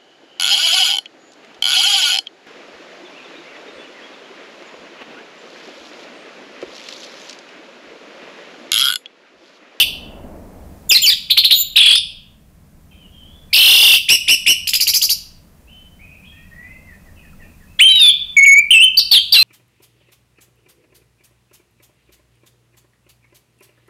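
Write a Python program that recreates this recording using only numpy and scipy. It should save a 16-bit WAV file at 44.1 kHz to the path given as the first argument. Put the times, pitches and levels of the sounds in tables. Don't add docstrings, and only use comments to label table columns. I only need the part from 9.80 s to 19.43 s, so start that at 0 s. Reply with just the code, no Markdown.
import sys
import numpy as np
from scipy import signal
from scipy.fft import rfft, irfft, next_fast_len
from scipy.io import wavfile
from scipy.ndimage import uniform_filter1d, map_coordinates

SR = 44100
rng = np.random.default_rng(int(sys.argv[2]) if len(sys.argv) > 2 else 0)


def put_to_file(sound):
    columns = np.atleast_2d(sound).T
    safe = np.clip(columns, -1, 1)
    whole_steps = np.round(safe * 32767)
    wavfile.write(sys.argv[1], SR, whole_steps.astype(np.int16))


def gain_from_db(level_db):
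    decades = np.asarray(level_db, float) / 20
    return 10 ** decades


N = 424683
LEAD = SR // 8


def unit(x):
    return x / np.sqrt(np.mean(x ** 2) + 1e-20)


def along(points, hz):
    f, v = np.transpose(points)
    return np.interp(np.log(hz + 1), np.log(f + 1), v)


def wobble(n, rate):
    return map_coordinates(rng.standard_normal(int(n * rate / SR) + 4), [np.arange(n) * rate / SR])


def coloured(x, points):
    m = next_fast_len(len(x) + 8192)
    response = gain_from_db(along(points, np.fft.rfftfreq(m, 1 / SR)))
    return irfft(rfft(x, m) * response, m)[:len(x)]


def add_tone(out, start_s, hz, db, partials_db, tract, rough):
    n = len(hz)
    centre_hz, width_hz, depth_db = tract
    flutter = 1 + .02 * rough * wobble(n, 400)
    phase = 2 * np.pi * np.cumsum(hz * flutter) / SR + rng.uniform(0, 2 * np.pi)
    strongest = np.argmax(partials_db)
    tone = np.zeros(n)
    for k, partial_db in enumerate(partials_db, 1):
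        passed_db = depth_db / (1 + ((k * hz - centre_hz) / width_hz) ** 2) - depth_db
        rasp = 1 + 0.43 * rough * np.sqrt(k) * wobble(n, 1500)
        effort_db = 0.07 * max(k - 1 - strongest, 0) * (db - db.max())
        audible = k * hz < SR / 2.4
        tone += gain_from_db(partial_db + passed_db + effort_db) * rasp * np.sin(k * phase + k) * audible
    to_edge = np.minimum(np.arange(n), n - np.arange(n))
    edge = np.clip(to_edge / (.003 * SR), 0, 1)
    breath = gain_from_db(db + 3.0 * rough * wobble(n, 300))
    at = round(start_s * SR) + LEAD
    out[at:at + n] += (edge * breath * tone)[:len(out) - at]


def breaths(tables, partials_db, tract, rough):
    out = np.zeros(N + LEAD)
    for s, hz, db in map(np.transpose, tables):
        t = np.arange(s[0], s[-1], 1 / SR)
        soft = lambda v: uniform_filter1d(np.interp(t, s, v), size=120, mode="nearest")
        add_tone(out, s[0], soft(hz), soft(db), partials_db, tract, rough)
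    return out


def repeated(shape, times):
    return [np.array(shape) * (stretch, pitch, 1) + (s, 0, db) for s, stretch, pitch, db in times]


def trill(rows, partials_db, tract, sharp, crest_db, rough, bump=0):
    out = np.zeros(N + LEAD)
    s, crest, trough, db = np.transpose(rows)
    t = np.arange((s[0] + s[1]) / 2, (s[-2] + s[-1]) / 2, 1 / SR)
    crests = np.cumsum(np.round(np.diff(s, prepend=s[0]) / .025))
    beat = np.pi * np.interp(t, s, crests)
    leap = np.abs(np.cos(beat)) ** sharp + bump * np.abs(np.sin(beat)) ** 6.5
    low = np.interp(t, s, trough)
    hz = low + leap * (np.interp(t, s, crest) - low)
    level_db = np.interp(t, s, db) + np.linspace(*crest_db, len(t)) * (leap - .5)
    add_tone(out, t[0], hz, level_db, partials_db, tract, rough)
    return out


def coupled_trill(rows, upper_db, lower_db):
    s, crest, under, trough, db = np.transpose(rows)
    passed = 1 - np.exp(-(s - s[0]) / .09)
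    upper = np.transpose([s, crest, 1.08 * trough, db + np.interp(passed, (0, 1), upper_db)])
    lower = np.transpose([s, under, .875 * trough, db + np.interp(passed, (0, 1), lower_db)])
    octave = np.transpose([s, 1.7 * under, 1.8 * trough, db - 23.5 + 10 * passed])
    song = trill(upper, (-1.5, -30, -19, -18.5), (3000, 2500, 3), sharp=6, crest_db=(5, -1.5), rough=.4)
    song += trill(lower, (-0.5, -20.5, -16, -22, -16.5), (3500, 2500, 4), sharp=2.4,
                  crest_db=(3, 1.5), rough=0.4, bump=.33)
    return song + trill(octave, (0,), (5500, 1500, 6), sharp=4, crest_db=(-6, -4), rough=1.4)


# (time [s], level [dB])
TRAFFIC = [(0, -37.5), (.45, -34.5), (1.08, -43), (1.3, -55), (2.4, -58), (3.7, -51), (4.6, -54.5),
           (5.6, -55), (7.6, -50), (8.2, -57), (9.63, -60)]
# (time [s], gain [dB])
GAIN = [(0, 1), (1.1, 6), (2.4, -2), (3.7, 2.5), (5.5, 1), (8, 4), (9.63, 4)]
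# (frequency [Hz], density [dB])
RUMBLE = [(12, -30.5), (20, 5.5), (38, -6.5), (86, 4), (98, 1), (113, -23), (140, 2), (189, -2),
          (307, -25.5), (327, -35.5), (362, -34), (400, -26.5), (520, -56.5), (880, -120)]
ROAR = [(120, -27), (200, 5.5), (336, -3), (365, -7.5), (626, -5.5), (1550, -27), (2500, -34),
        (3250, -64.5), (5500, -120)]
HISS = [(590, -28.5), (1000, -1.5), (1170, -6), (1240, -3.5), (1460, -6.5), (1580, -5), (3540, -12.5),
        (15600, -9)]


def street():
    t = np.arange(N) / SR
    roar_db = np.interp(t, *np.transpose(TRAFFIC))
    hiss_db = -57.5 + np.interp(t, *np.transpose(GAIN))
    rumble_db = -40.5 + 0.38 * (roar_db + 58)
    noise = lambda spectrum: unit(coloured(rng.standard_normal(N), spectrum))
    rumble = gain_from_db(rumble_db + 0.43 * wobble(N, 1.4)) * noise(RUMBLE)
    roar = gain_from_db(roar_db + 1.2 * wobble(N, 9.4)) * noise(ROAR)
    return rumble + roar + gain_from_db(hiss_db) * noise(HISS)


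# (time [s], upper crest [Hz], lower crest [Hz], trough [Hz], level [dB])
OPENING = [
    (-.08, 4650, 3447, 2630, -9),
    (-.054, 4545, 3413, 2700, -5.5),
    (-.003, 4744, 3510, 2763, 1.5),
    (.023, 3646, 2960, 2772, -4),
    (.049, 3400, 2510, 2300, -10.5),
]


def opening_trill():
    return coupled_trill(OPENING, upper_db=(-6, 0.5), lower_db=(-4, -8))


# (time [s], pitch [Hz], level [dB])
GLIDES = [
    [(1.091, 3460, -15.5), (1.1, 3665, -2.5), (1.111, 3385, -14.5), (1.12, 2552, 3), (1.128, 2380, -0.5),
     (1.139, 2790, -10), (1.152, 1934, -4.5), (1.167, 2207, 1.5), (1.18, 1564, -14.5)],
    [(1.216, 3590, -16), (1.222, 3700, -8.5), (1.258, 3305, -16), (1.266, 2667, -4.5), (1.273, 2228, -4.5),
     (1.286, 2309, -1), (1.294, 2520, -0.5), (1.303, 1800, -4), (1.312, 1704, -15), (1.324, 1990, -6),
     (1.338, 1507, -12)],
]
# (time [s], pitch [Hz], level [dB])
UNDER = [
    [(1.097, 3610, -11.5), (1.106, 3565, -7.5), (1.114, 2690, -2.5), (1.125, 2345, -11), (1.139, 2810, -11),
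     (1.147, 2200, -16)],
    [(1.216, 2500, -28), (1.235, 3372, -10), (1.249, 2969, -7), (1.258, 3000, -11.5), (1.268, 2362, -9)],
]
OCTAVE = (-29.5, -9.5, -31.5, -23.5, -34, -35.5)
PURE = (1, -31.5, -37.5, -48, -45)


def glides():
    return breaths(GLIDES, OCTAVE, (9300, 2200, -13), rough=0.16) + breaths(UNDER, PURE, (3200, 2500, 3), rough=0.017)


# (time [s], climb [s], dip [Hz], level [dB], wag [dB])
CHIRPS = [
    (1.498, 0.015, 2920, -1, -2.5),
    (1.568, .017, 3354, 2.5, -4),
    (1.637, .017, 3500, 2.5, -4),
    (1.704, 0.019, 3606, 2.5, 0.5),
]


def chirps():
    wag_s = .0048
    tables = []
    for s, climb, dip, db, wag_db in CHIRPS:
        top_s = s + climb
        tables.append([(s, 1850, db - 21.5), (s + 0.47 * climb, 2750, db - 6), (top_s, 4550, db - 0.7),
                       (top_s + wag_s, dip, db + wag_db), (top_s + 2 * wag_s, 4400, db + wag_db - 3),
                       (top_s + 2.8 * wag_s, 3800, db + wag_db - 10)])
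    ahead = [np.array(table[:3]) + (-.003, 800, -7) for table in tables]  # s, Hz, dB
    song = breaths(tables, (2.0, -18.5, -17.5, -19.5), (4000, 1200, 12), rough=1.0)
    return song + breaths(ahead, (1.5,), (3800, 900, 14), rough=1.845)


# (time [s], pitch [Hz], level [dB])
SEEP = [
    [(1.738, 6800, -31), (1.76, 6800, -23), (1.78, 6960, -20.5), (1.81, 7195, -14), (1.83, 6713, -27.5)],
]
THIN = (0, -1.7)


def seep():
    return breaths(SEEP, THIN, (7000, 3000, 1.5), rough=.15)


# (time [s], crest [Hz], trough [Hz], level [dB])
BUBBLING = [(1.943, 1874, 1206, -23.5), (1.97, 2014, 1215, -1), (1.989, 1836, 1245, -10),
            (2.01, 1749, 1216, -8.5), (2.039, 1733, 1169, -13.5), (2.065, 1710, 1158, -9),
            (2.088, 1704, 1191, -12.5), (2.113, 1691, 1222, -10), (2.135, 1751, 1217, -15),
            (2.158, 1822, 1238, -16.5), (2.179, 1828, 1240, -21), (2.199, 1744, 1280, -16)]
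HOLLOW = (-35, 5, -22.5, -27.5, -32.5)
# (time from its start [s], pitch [Hz], level [dB])
STROKE = [(0, 3900, -22.5), (.006, 4700, -15.5), (.013, 5855, -23)]
# (time [s], stretch [ratio], pitch [ratio], level [dB])
STROKES = [
    (2.02, 1, 0.82, 0),
    (2.048, 0.5, 0.76, 0),
    (2.096, 0.78, 1.0, 0),
]


def bubbling():
    rows = np.array(BUBBLING)
    s, crest, trough, db = rows.T
    late = (s - s[0]) / np.ptp(s)
    upper = np.transpose([s, crest * (2.5 + 0.47 * late ** 2), trough * 3.2, db - 11 + 13 * late])
    song = trill(rows, HOLLOW, (3500, 1500, 5), sharp=1.8, crest_db=(8, 21), rough=.28)
    song += trill(upper, (0, -12), (5000, 2000, 3), sharp=1.9, crest_db=(3, 7), rough=1.3)
    return song + breaths(repeated(STROKE, STROKES), (0,), (5000, 2000, 0), rough=.4)


# (frequency [Hz], t60 [s])
ROOM = [(1500, 0.028), (2600, 0.64), (3600, 0.51), (6000, 0.43), (13000, 0.33)]


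def room(x, longer):
    hz, t, z = signal.stft(rng.standard_normal(SR), SR, nperseg=256)
    decay = gain_from_db(-60 * t / (longer * along(ROOM, hz)[:, None]))
    tail = signal.istft(z * decay, SR, nperseg=256)[1]
    return signal.fftconvolve(np.pad(x, (300, 0)), tail / np.linalg.norm(tail))[:len(x)]


def far_notes(rows, reach_s):
    tables = []
    for s, length, a, b, db in rows:
        reach = min(reach_s, .9 * length)
        attack = .012
        tables.append([(s, a, db - 5), (s + attack, a + (b - a) * attack / reach, db),
                       (s + reach, b, db), (s + length, b, db - 5)])
    return tables


# (time [s], length [s], from [Hz], to [Hz], level [dB])
SWOOPS = [(3.11, 0.042, 3133, 3100, -55), (3.11, 0.028, 2765, 2380, -58.5), (3.7, 0.029, 2400, 2425, -54),
          (5.87, 0.2, 2500, 3053, -55.5), (6.19, 0.12, 2134, 2500, -51.5),
          (6.315, 0.046, 2760, 2370, -52.5), (6.42, 0.07, 2360, 2543, -55), (6.44, 0.025, 2600, 3520, -56),
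          (6.465, 0.03, 3310, 3230, -50), (6.55, 0.042, 2740, 2426, -53.5),
          (7.36, 0.076, 2770, 2498, -56.5), (7.61, 0.047, 2830, 2410, -57), (7.87, 0.067, 2485, 2630, -62),
          (7.255, 0.044, 2050, 1810, -58), (7.425, 0.067, 2025, 1740, -58),
          (7.595, 0.046, 2004, 1784, -53.5), (7.8, 0.05, 2030, 1700, -59.5)]
# (time [s], length [s], from [Hz], to [Hz], level [dB])
SLIDES = [(3.2, 0.078, 3110, 2836, -56.5), (3.32, 0.14, 3270, 3000, -56.5), (3.41, 0.16, 3080, 3480, -59.5),
          (3.55, 0.061, 3424, 3440, -63), (6.52, 0.15, 1805, 1918, -59), (6.71, 0.22, 1850, 2050, -48),
          (6.96, 0.15, 2080, 2085, -63), (7.07, 0.074, 2072, 1780, -50.5), (6.82, 0.13, 2310, 2654, -58),
          (6.93, 0.13, 2646, 2620, -77), (7.13, 0.024, 2570, 2430, -63), (7.36, 0.057, 3020, 2800, -64),
          (7.525, 0.017, 1494, 1255, -54)]


def far_birds():
    tables = far_notes(SWOOPS, .035) + far_notes(SLIDES, np.inf)
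    calls = breaths(tables, (0,), (2500, 2000, 0), rough=.42)
    return gain_from_db(5.5) * calls + gain_from_db(7.5) * room(calls, longer=0.98)


# (time [s], upper crest [Hz], lower crest [Hz], trough [Hz], level [dB])
RATTLING = [(3.714, 4965, 3025, 1462, -23.5), (3.742, 5263, 3271, 2455, -3), (3.763, 4887, 3099, 2525, -3),
            (3.787, 4447, 3112, 2785, -1), (3.836, 4230, 3245, 2785, -0.5), (3.913, 4284, 3620, 2763, -1),
            (3.99, 4520, 3530, 2719, -3.5), (4.043, 4647, 3637, 2758, -1.5), (4.095, 4836, 3630, 2700, -3),
            (4.151, 4906, 3497, 2627, -2.5), (4.175, 3807, 3266, 2830, -10), (4.2, 3500, 2910, 2805, -13.5)]


def rattling_trill():
    return coupled_trill(RATTLING, upper_db=(5, -6), lower_db=(-18, -1.5))


# (time [s], pitch [Hz], level [dB])
STRANDS = [
    [(7.989, 2987, -14.5), (7.997, 3459, -7), (8.009, 4993, -25)],
    [(8.645, 2503, -16.5), (8.654, 2930, -15.5), (8.662, 2500, -13)],
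    [(3.728, 4150, -11.5), (3.737, 5020, 1)],
    [(3.748, 5186, -13.5), (3.76, 5210, -12), (3.79, 5447, -13)],
    [(8.19, 4954, -20.5), (8.25, 4515, -17.5), (8.3, 4316, -22)],
]


def hoarse_strands():
    return breaths(STRANDS, (0,), (3200, 2500, 3), rough=1.0)


# (time from its start [s], pitch [Hz], level [dB])
FLICK = [(.001, 1700, -24), (.007, 2500, -10), (.011, 3900, -5), (.015, 2750, -5), (.019, 2420, -7),
         (.024, 2715, -12.5)]
# (time from its start [s], pitch [Hz], level [dB])
RASP = [(.003, 3594, -26), (.008, 4995, -17), (.012, 6200, -13), (.019, 3900, -11.5), (.026, 5000, -12),
        (.04, 4700, -22)]
# (time from its start [s], pitch [Hz], level [dB])
CHURR = [(.018, 2485, -7), (.028, 2713, -9), (.05, 2868, -7), (.066, 2813, -12), (.074, 2740, -9),
         (.085, 2678, -22)]
# (time [s], stretch [ratio], pitch [ratio], level [dB])
CHURRS = [
    (4.281, .99, 0.97, -3.5),
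    (4.474, .99, 0.98, -4.5),
    (4.659, 0.93, 0.99, -4),
]
REEDY = (1, 5, -5, -11.5, -16)


def churrs():
    body = repeated(CHURR, CHURRS)
    sideband = [row * (1, 1.5, 1) for row in body]
    twin = [row * (1, 1.07, 1) for row in body]
    song = breaths(repeated(FLICK, CHURRS), (3, -20, -14), (4000, 3000, 3), rough=0.72)
    song += breaths(repeated(RASP, CHURRS), (0,), (5000, 3000, 0), rough=2.0)
    song += breaths(body, REEDY, (4000, 3000, 3), rough=0.697)
    song += breaths(sideband, (-19,), (4000, 3000, 0), rough=1.5)
    return song + breaths(twin, (5, -6), (3000, 3000, 0), rough=0.11)


def swings(count):
    k = np.arange(count)
    first_s, half_s, quicken = 0.014, 0.0067, 0.92
    centre_hz, swing_hz, settle, db = 5800, 1594, 0.73, -4
    turn_s = first_s + half_s * (1 - quicken ** k) / (1 - quicken)
    turns = np.transpose([turn_s, centre_hz + swing_hz * (-settle) ** k, db + 0 * k])
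    return [(.002, 4200, db - 7.5), (first_s / 2, 6700, db - 5.0), *turns]


# (time from the start [s], pitch [Hz], level [dB])
SPLIT = [(0, 1141, 3), (.005, 2244, -2.5), (.01, 2647, 3.5), (.014, 1958, -18), (.017, 1115, 2.5),
         (.024, 2628, 2), (.031, 2385, -8.5), (.042, 2768, -3)]
WHIP = [(0, 1258, -13), (.006, 2187, -3.5), (.013, 2578, 3), (.019, 1912, -4.5), (.026, 2555, 0.5),
        (.032, 2272, -1.5), (.04, 2624, -3), (.048, 2500, -12.5)]
# (time from its start [s], pitch [Hz], level [dB])
ARCHES = [(.002, 4560, -8.5), (.007, 7170, -7.5), (.011, 7164, -8), (.016, 3990, -31), (.025, 7900, 0),
          (.031, 4990, -14)]
# (time [s], pitch [Hz], level [dB])
SWIPE = [(0, 2373, 7), (.003, 3080, 1.5), (.008, 4500, -29)]
LATE_SWIPE = [(0, 2650, 0), (.004, 3200, -4), (.01, 4500, -18)]
# (time [s], stretch [ratio], pitch [ratio], level [dB])
SPLITS = [
    (4.871, 1.0, 1.0, -13),
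    (4.933, 1.05, 0.97, -9.5),
]
WHIPS = [
    (5.001, .9, .98, -10),
    (5.069, .95, .98, -8.5),
    (5.135, 1.02, 1.02, -8),
    (5.214, 1.06, .98, -8),
    (5.291, .97, .95, -9),
]
STACK = (-12.5, 2, -6, -9.5, -9, -9.5, -17)


def whips():
    early, late = WHIPS[:3], WHIPS[3:]
    song = breaths(repeated(SPLIT, SPLITS) + repeated(WHIP, early), STACK, (5000, 1200, 9), rough=.55)
    song += breaths(repeated(WHIP, late), (-22, *STACK[1:]), (5000, 1200, 9), rough=0.18)
    song += breaths(repeated(SWIPE, SPLITS + early), (0,), (4000, 3000, 0), rough=0.95)
    song += breaths(repeated(LATE_SWIPE, late), (0, -25), (4000, 3000, 0), rough=.4)
    second = repeated(swings(count=7), WHIPS) + repeated(ARCHES, SPLITS)
    return song + breaths(second, (0, -14), (5300, 2000, 3), rough=0.71)


# (time [s], pitch [Hz], level [dB])
WHISTLES = [
    [(7.992, 1502, -17), (8.004, 2288, -3.5), (8.016, 2925, 5), (8.03, 3088, 3.5), (8.054, 3143, -0.5),
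     (8.06, 3174, -12.5), (8.068, 3134, 1), (8.094, 3110, 1), (8.101, 3095, -7), (8.17, 3017, -11),
     (8.19, 2876, -14), (8.23, 2526, -17), (8.3, 2332, -21.5)],
    [(8.082, 3774, -16.5), (8.11, 3936, -9.5), (8.19, 3784, -9), (8.22, 3664, 1), (8.247, 3515, 0.5),
     (8.252, 3485, -9), (8.257, 3502, 0.5), (8.292, 3478, 1.5), (8.301, 3075, -1)],
    [(8.752, 2151, -10), (8.775, 2272, 1), (8.8, 2383, -5), (8.813, 2305, -20.5)],
    [(8.906, 2744, 10.5), (8.914, 3127, 4.5), (8.926, 3087, 1.5), (8.942, 2701, 0.2), (8.968, 2626, 0),
     (8.975, 2666, -0.5), (8.982, 2598, 0.1), (9.007, 2721, -2.6), (9.03, 3058, -0.9), (9.045, 3085, 7),
     (9.061, 3005, -6.5)],
    [(9.17, 5723, -31.5), (9.182, 6080, -20), (9.195, 5410, -5.5), (9.208, 4800, -11)],
]
# (time from its start [s], pitch [Hz], level [dB])
SAG = [(0, 2333, -1.5), (.012, 2224, 1), (.035, 2177, -2.5), (.074, 2235, 0.5), (.085, 2260, -25)]
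# (time [s], stretch [ratio], pitch [ratio], level [dB])
SAGS = [
    (8.566, 1.0, 1.0, 0),
    (8.66, 1.1, 1.005, 1.5),
]


def whistles():
    clear = WHISTLES[:1] + WHISTLES[2:] + repeated(SAG, SAGS)
    song = breaths(clear, PURE, (3200, 2500, 3), rough=0.017)
    return song + breaths(WHISTLES[1:2], (2.5, -40, -38, -36), (3200, 2500, 3), rough=.13)


# (time [s], pitch [Hz], level [dB])
HOOKS = [
    [(9.168, 3916, -16), (9.176, 4720, 3), (9.19, 4590, 2.5), (9.204, 3480, -13)],
    [(9.311, 4186, -5.5), (9.32, 4677, 1), (9.335, 4275, 1), (9.355, 3675, -2), (9.384, 3018, -1.5)],
    [(9.313, 2893, -7.5), (9.32, 3850, -7), (9.334, 3514, -3.5), (9.355, 2500, -12)],
    [(9.521, 4260, -11), (9.527, 4800, 3), (9.545, 4407, -1.5), (9.565, 3930, -1.5), (9.63, 4193, -0.5)],
    [(9.521, 2837, -10), (9.527, 4290, -6), (9.54, 3676, -1.5), (9.562, 2804, -7.5), (9.63, 2542, -15.5)],
]


def hooked_cheeps():
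    return breaths(HOOKS, (1.5, -23.5, -28.5, -44), (3200, 2500, 3), rough=0.29)


# (frequency [Hz], gain [dB])
THROAT = [(700, -29.5), (1500, -9), (2200, 1), (4000, -2.5), (6500, -2), (10000, 8), (13500, 12),
          (16000, 2)]


def thrush():
    song = opening_trill() + glides() + chirps() + seep() + bubbling() + rattling_trill()
    song += hoarse_strands() + churrs() + whips() + whistles() + hooked_cheeps()
    return coloured(song, THROAT)


# (delay [s], level [dB])
WALLS = [(.0021, -29), (.0047, -14.5), (.0083, -23), (0.013, -19.5), (.017, -19.5), (0.023, -18)]


def near_walls(song):
    return sum(gain_from_db(db) * np.roll(song, round(s * SR)) for s, db in WALLS)


def scene():
    song = thrush()
    near = song + near_walls(song)
    birds = near + gain_from_db(-12) * room(song, longer=0.21) + gain_from_db(-12.5) * room(song, longer=1.0) + far_birds()
    return (birds[LEAD:] + street())[None]


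# (frequency [Hz], gain [dB])
PORT = [(20, -5.5), (60, -6), (150, -11.5), (300, -3.5), (2200, -0.23), (4500, -1), (7000, -2),
        (13300, -3.5), (15600, -2.5), (15950, -37)]


def overloaded(x):
    hard = 7
    clipped = x / (1 + np.abs(x / 0.69) ** hard) ** (1 / hard)
    bent = clipped ** 2 - uniform_filter1d(clipped ** 2, size=60)
    return coloured(clipped + 0.04 * bent, PORT)


def roll_off(x):
    return signal.sosfilt(signal.butter(12, 15750, fs=SR, output="sos"), x)


def record(dry):
    mix = overloaded(dry[0])[None]
    return roll_off(mix)


dry = scene()
out = record(dry)
put_to_file(out)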